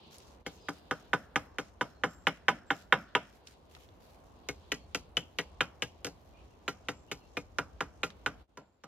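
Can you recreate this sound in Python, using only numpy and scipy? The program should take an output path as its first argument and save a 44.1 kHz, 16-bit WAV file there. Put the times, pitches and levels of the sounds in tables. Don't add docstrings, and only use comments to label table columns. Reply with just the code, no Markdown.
import sys
import numpy as np
from scipy import signal
from scipy.io import wavfile
from scipy.ndimage import uniform_filter1d

SR = 44100
rng = np.random.default_rng(int(sys.argv[2]) if len(sys.argv) > 2 else 0)


def int16_out(signal):
    q = np.round(np.clip(np.atleast_2d(signal).T, -1, 1) * 32767)
    wavfile.write(sys.argv[1], SR, q.astype(np.int16))


N = 391166
FIRST_RUN_S = 3.3
OPPOSITE = np.array([[1], [-1]])


def undb(db):
    return 10 ** (np.asarray(db) / 20)


def unit(x):
    return x / np.sqrt(np.mean(x ** 2))


def on_log(hz, points, values):
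    return np.interp(np.log(hz), np.log(points), values)


def band(x, hz, octaves):
    edges = np.clip(hz * 2. ** (np.array([-.5, .5]) * octaves), 10, SR * .49)
    return signal.sosfilt(signal.butter(2, edges, "bandpass", fs=SR, output="sos"), x)


def walk(rate):
    k = int(SR / rate)
    steps = np.repeat(rng.standard_normal(N // k + 1), k)
    return 1.3 * uniform_filter1d(uniform_filter1d(steps, k), k)[:N]


def flutter(shape, samples):
    return unit(uniform_filter1d(rng.standard_normal(shape), size=samples))


def add(out, x, s):
    i = min(int(s * SR), N)
    out[..., i:i + x.shape[-1]] += x[..., :N - i]


def fade(t, t60):
    return (t >= 0) * np.exp(-np.log(1000) * np.maximum(t, 0) / t60)


def wash(spectrum, swell_db, flicker_db, alike_hz):
    hz, db = np.transpose(spectrum)
    out, swell = 0, walk(1.5)
    for centre in hz[0] * 2 ** np.arange(0, np.log2(hz[-1] / hz[0]), .5):
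        mid, side = band(rng.standard_normal((2, N)), centre, 0.51)
        gain = undb(on_log(centre, hz, db) + swell_db * swell + flicker_db * walk(9))
        out = out + gain * (mid + min(.22 + centre / alike_hz, 1) * side * OPPOSITE)
    return unit(out)


def spells(table, rise_s, fade_s, floor_db):
    t, gain = np.arange(N) / SR, undb(floor_db)
    for s, hold, db in table:
        rise = np.clip((t - s) / rise_s + 1, 0, 1)
        gain = gain + undb(db) * rise * fade(np.maximum(t - s - hold, 0), fade_s)
    return gain


# pitch in Hz, relative strength of the noise there in dB.
RUMBLE_SPECTRUM = [(59, -51), (100, -11.5), (207, -12.5), (398, -14.5), (858, -16.5), (1490, -35.5),
                   (3000, -37.5), (3900, -83.5), (6600, -120)]


def rumble():
    return undb(-60.5) * wash(RUMBLE_SPECTRUM, swell_db=0.63, flicker_db=1.07, alike_hz=1334)


# time in seconds, level of the drone in dB.
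DRONE_LEVELS = [(0, -60.5), (.4, -58), (3, -62), (3.9, -62.5), (4.6, -59), (6.1, -57.5), (7, -58.5),
                (8.3, -56), (8.6, -60)]


def drone():
    level_db = np.interp(np.arange(N) / SR, *np.transpose(DRONE_LEVELS))
    mid, side = band(band(rng.standard_normal((2, N)), 62, 0.94), 62, 1.5)
    return undb(level_db) * unit(undb(2.5 * walk(4)) * (mid + .3 * side * OPPOSITE))


# start in seconds, time held in seconds, level in dB.
CHATTER_SPELLS = [(0, 0.11, -68), (.5, 0.36, -67.5), (4.4, 0.53, -78.5)]


def far_chatter():
    gain = spells(CHATTER_SPELLS, rise_s=0.066, fade_s=0.93, floor_db=-79) * undb(3.2 * walk(30))
    return gain * unit(band(band(rng.standard_normal((2, N)), 3300, 1.0), 3400, 0.99))


# start in seconds, length in seconds, first pitch in Hz, last pitch in Hz, level in dB.
BIRD_CALLS = [(0.604, 0.26, 4980, 4880, -62.5), (1.938, 0.1, 4190, 4300, -71.5),
              (2.08, 0.2, 7500, 7420, -64), (2.663, 0.22, 7600, 7500, -69.5),
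              (6.335, 0.035, 2300, 2800, -67.5), (6.36, 0.072, 2900, 2830, -65),
              (6.367, 0.07, 2600, 2650, -65), (6.503, 0.041, 2850, 2460, -67), (6.93, .15, 7430, 7270, -67),
              (7.068, 0.056, 2690, 3050, -62), (7.19, .14, 4200, 4150, -73),
              (7.199, 0.092, 2790, 2680, -68.5), (4.788, .09, 4300, 4400, -65),
              (8.6, 0.25, 7250, 7230, -72.5)]


def birds():
    out, t = np.zeros((2, N)), np.arange(SR // 10) / SR
    for s, length, first_hz, last_hz, db in BIRD_CALLS:
        progress = np.linspace(0, 1, int(length * SR))
        clear = min(length / .3, 1) ** 2
        pitch_waver, level_waver = flutter((2, len(progress)), 200)
        hz = first_hz + (last_hz - first_hz) * progress + (110 - 70 * clear) * pitch_waver
        gain = undb(db - 7 * progress + 3 * level_waver) * np.sin(np.pi * progress ** .5) ** .6
        call = gain * np.sin(2 * np.pi * np.cumsum(hz) / SR)
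        blur = rng.standard_normal((2, len(t))) * fade(t, .12)
        blur /= np.sqrt(np.sum(blur ** 2) / 2)
        add(out, clear * call, s)
        add(out, undb(-6 * clear) * signal.oaconvolve(call[None], blur, axes=1), s)
    return out


# start in seconds, level in dB, middle pitch in Hz.
SHORT_TICKS = [(0.183, -48.5, 6340), (0.2025, -52.5, 3490), (0.776, -63, 2200), (3.472, -44, 3680),
               (3.7497, -46, 2760), (3.766, -48.5, 900), (2.813, -56, 2900), (3.8887, -59, 2500),
               (8.103, -44.5, 2637)]


def ticks():
    out, t = np.zeros((2, N)), np.arange(SR // 10) / SR
    for s, db, hz in SHORT_TICKS:
        noise = unit(band(rng.standard_normal((2, len(t))), hz, 1.5))
        add(out, undb(db) * noise * (fade(t, .015) + undb(-12) * fade(t, .08)), s)
    return out


# pitch in Hz, relative strength in dB.
HISS_SPECTRUM = [(1500, -3), (3000, -6), (5000, -3.5), (7500, -2.5), (9000, -19), (11500, -8.5),
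                 (13500, -21.5), (16500, -40)]
# start in seconds, time held in seconds, level in dB.
JACKET_RUSTLES = [(.13, 0.035, -59.5), (.22, .12, -71), (2.72, 0.11, -68), (3.27, 0.1, -72),
                  (3.48, 0.045, -62), (3.72, 0.13, -70), (4.02, 0.13, -73)]


def jacket():
    sleeve = [(s + 0.051, .05, -71) for s, *_ in BLOWS_AND_RATTLE if s < FIRST_RUN_S]
    gain = spells(JACKET_RUSTLES + sleeve, rise_s=0.028, fade_s=0.092, floor_db=-76.5)
    return gain * undb(3 * walk(600)) * wash(HISS_SPECTRUM, swell_db=1.15, flicker_db=2.5, alike_hz=900)


# middle pitch of a band of echo in Hz, level in dB, fade time in seconds.
FOREST_BANDS = [(230.6, -7.5, 0.27), (536, -9, 0.22), (830, -28, 0.57), (1780, -25.5, 0.27),
                (3060, -28, 0.29), (6600, -33.5, 0.3)]


def forest_echo(attack):
    t, echo = np.arange(SR // 3) / SR, 0
    noise = rng.standard_normal((2, len(t)))
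    for hz, db, t60 in FOREST_BANDS:
        mid, side = band(noise, hz, 1.1) * fade(t, t60) / np.sqrt(hz / 1000)
        echo = echo + undb(db) * (mid + min(hz / 1500, 1) * side * OPPOSITE)
    echo = echo * (1 - np.exp(-t / 0.016)) * undb(-5.0)
    return signal.oaconvolve(attack[None], echo, axes=1)


# pitch in Hz, how much louder the left is in dB, how far the left wave leads in radians.
LEFT_RIGHT = [(100, 4, .3), (300, 4.5, .3), (600, 2, .6), (1300, -5, -.3), (2400, 2, -.4), (2800, 3, .7),
              (3600, 4, -1.), (4600, 3, 2.8), (5200, 2, 1.3)]


def ring(hz, db, t60, t, spread_s):
    hz, db, t60 = hz[:, None], db[:, None], t60[:, None]
    age = np.maximum(t - spread_s * np.sqrt(1000 / hz), 0)
    gain = undb(db) * fade(age, t60) * (1 - np.exp(-age * hz * 1.2))
    pan_hz, pan_db, lead = np.transpose(LEFT_RIGHT)
    pan_db, lead = on_log(hz, pan_hz, pan_db), on_log(hz, pan_hz, lead)
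    tones = [gain * undb(side * pan_db) * np.sin(2 * np.pi * hz * age + side * lead) for side in (.5, -.5)]
    return np.sum(tones, axis=1)


# pitch of one tone of the steel in Hz, level in dB, fade time in seconds.
HEAD_TONES = [(5200, -46, .45), (5275, -36, .16), (6600, -43, .04)]


def steel_head(t, force_db, later, shift, scatter):
    hz, db, t60 = np.transpose(HEAD_TONES)
    db = db - .4 * force_db + 1.2 * scatter[:len(hz)]
    tones = ring(hz * (1 + .002 * shift[:len(hz)]), db, t60, t, spread_s=0.000041)
    return tones * undb(-4 * later + 4 * flutter(len(t), 250))


# pitch of one tone of the wood in Hz, level in dB in the first run, level in dB later on.
POLE_TONES = [(124.2, -10, -9), (166.6, -6.5, -7.5), (286.8, 0, -2), (417.7, -1, -1.5), (484.5, 4.5, 0.5),
              (697, -9.5, -3), (796.7, 0.5, -1.5), (995.4, -1, 0.5), (1240, 4, 2.5), (1387.4, 0.5, 5.5),
              (1474.5, 7, 4), (1645, 1.5, 3.5), (1747, -5, -4.5), (1929, -9, 3.5), (2163, 4, 3),
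              (2467, -1, 2.5), (2766, 2.5, 4), (2985, 5.5, 5.5), (3159, 5, 0), (3660, -1, 0),
              (3993, -10, -3.5)]


def wooden_pole(t, force_db, later, shift, scatter, clack_db, favoured_hz):
    hz, first_db, later_db = np.transpose(POLE_TONES)
    favour_db = 7.5 * np.exp(-(np.log2(hz / favoured_hz) / .09) ** 2)
    thud_db = -0.28 - 0.66 * force_db
    hollow_db = -1.3 * clack_db
    colour_db = on_log(hz, [599.4, 987.4, 1666, 2260], [thud_db, hollow_db, 0, clack_db])
    db = (later_db if later else first_db) + favour_db + colour_db + 2 * scatter
    t60 = .048 * (1000 / hz) ** .55
    tones = ring(hz * (1 + 0.0063 * shift), db, t60, t, spread_s=0.001113)
    jolts = undb(-33) * band(rng.standard_normal(len(t)), 1500, 3.1) * fade(t - .003, 0.092)
    rattle = signal.oaconvolve(tones, jolts[None], axes=1)[:, :len(t)]
    return (tones + rattle) * undb(1.2 * flutter(len(t), 120))


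def bark_crunch(t, force_db, clack_db):
    grains = rng.standard_normal(len(t)) * undb(3.3 * flutter(len(t), 90))
    crunch = band(band(grains, 5730, 0.99), 4890, 1.0)
    crunch += undb(-12) * band(band(grains, 11150, 0.3), 11200, 0.44)
    crunch *= (1 - np.exp(-t / 0.0001)) * (fade(t, 0.06) + undb(-13.0) * fade(t, 0.206))
    crunch *= undb(-10.5 - 0.74 * force_db + clack_db)
    return np.array([crunch, -np.roll(crunch, 1)])


def knock(t, later, clack_db):
    u, hz = t - .001, 2100 * 2 ** (clack_db / 15.5)
    pulse = np.exp(-(u / 0.00058) ** 2) * np.sin(2 * np.pi * hz * u * (1 - 120 * u))
    return pulse * undb(2.5 + 0.26 * clack_db - 3.5 * later - 1.2 * OPPOSITE)


# delay in seconds, level change in dB.
SINGLE_ECHOES = [(.016, -16), (.053, -50), (0.103, -40)]
# start in seconds, level in dB, clack (lift of the high tones) in dB,
# relative level of the bounce in dB, favoured pitch in Hz.
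BLOWS_AND_RATTLE = [(0.463, -34.5, -2, -6, 2160), (0.685, -29, -3.5, -23, 2340),
                    (0.91, -22.5, -5.5, -26, 1810), (1.132, -17, -5, -11, 1820),
                    (1.358, -17.5, -2, -9, 1820), (1.5843, -25.5, -1, -20, 2170),
                    (1.81, -21.5, -5.5, -3, 1840), (2.036, -19, -5, -4, 1740),
                    (2.269, -15, -1.5, -18, 1920), (2.4825, -13, -3, -0.5, 1860),
                    (2.704, -17.5, -4.5, -16, 1780), (2.924, -10.5, -3, -9, 1770),
                    (3.1505, -15, -2, -13, 1860), (4.487, -30, 3, -21, 2100), (4.718, -26, 5.5, -21, 1900),
                    (4.947, -28, 5.5, -29, 1445), (5.169, -25.5, 4.5, -16, 3030),
                    (5.386, -24, 3, -20, 2000), (5.6063, -18, 1.5, -20, 1567),
                    (5.8214, -25, 4.5, -18, 1670), (6.046, -33, 3.5, -18, 1460),
                    (6.067, -37.5, -0.5, -11, 2820), (6.679, -23, 0.5, -4.5, 1390),
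                    (6.885, -26.5, 0.5, -16, 1930), (7.114, -30, 2, -6, 2380),
                    (7.369, -27.5, 0.5, -27, 2450), (7.585, -23, -2.5, -10.5, 1446),
                    (7.806, -21.5, -3, -28, 1046), (8.032, -23, 1.5, -5, 2420),
                    (8.261, -21, -1.5, -24, 1496), (8.572, -30.5, -3.5, -18, 1010),
                    (8.837, -31.5, -3, -17.5, 1220)]
USUAL_BLOW_DB, BOUNCE_S = -21, 0.0052
FAR_S, FAR_ECHO_DB = 8.5, 12


def hatchet():
    out, t = np.zeros((2, N)), np.arange(SR // 5) / SR
    for s, db, clack_db, bounce_db, favoured_hz in BLOWS_AND_RATTLE:
        force_db, later = db - USUAL_BLOW_DB, s > FIRST_RUN_S
        shift, scatter = rng.standard_normal((2, len(POLE_TONES)))
        pole = wooden_pole(t, force_db, later, shift, scatter, clack_db, favoured_hz)
        head = steel_head(t, force_db, later, shift, scatter)
        contact = knock(t, later, clack_db) + bark_crunch(t, force_db, clack_db)
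        blow = undb(-9.5) * pole + head + contact
        add(out, blow * undb(db), s)
        add(out, (contact + undb(-24.5) * pole) * undb(db + bounce_db), s + BOUNCE_S)
        for delay_s, echo_db in SINGLE_ECHOES:
            add(out, blow * fade(t, 0.046) * undb(db + echo_db - 16 * later), s + delay_s)
        add(out, forest_echo(blow[0] * fade(t, 0.0094)) * undb(db + FAR_ECHO_DB * (s > FAR_S)), s)
    return out


# time in seconds, level change in dB.
OVERALL_LEVEL = [(0, 0), (.41, 0), (.447, -16), (.458, 0), (8.42, 0), (8.472, -26), (8.495, -11),
                 (8.87, -13)]


def scene():
    mix = jacket() + far_chatter() + rumble() + hatchet() + ticks() + birds() + drone()
    return mix * undb(np.interp(np.arange(N) / SR, *np.transpose(OVERALL_LEVEL)))


def record(dry):
    dry = signal.sosfilt(signal.butter(2, 45, "highpass", fs=SR, output="sos"), dry)
    return signal.sosfilt(signal.ellip(8, .2, 70, 16000, fs=SR, output="sos"), dry)


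dry = scene()
out = record(dry)
int16_out(out)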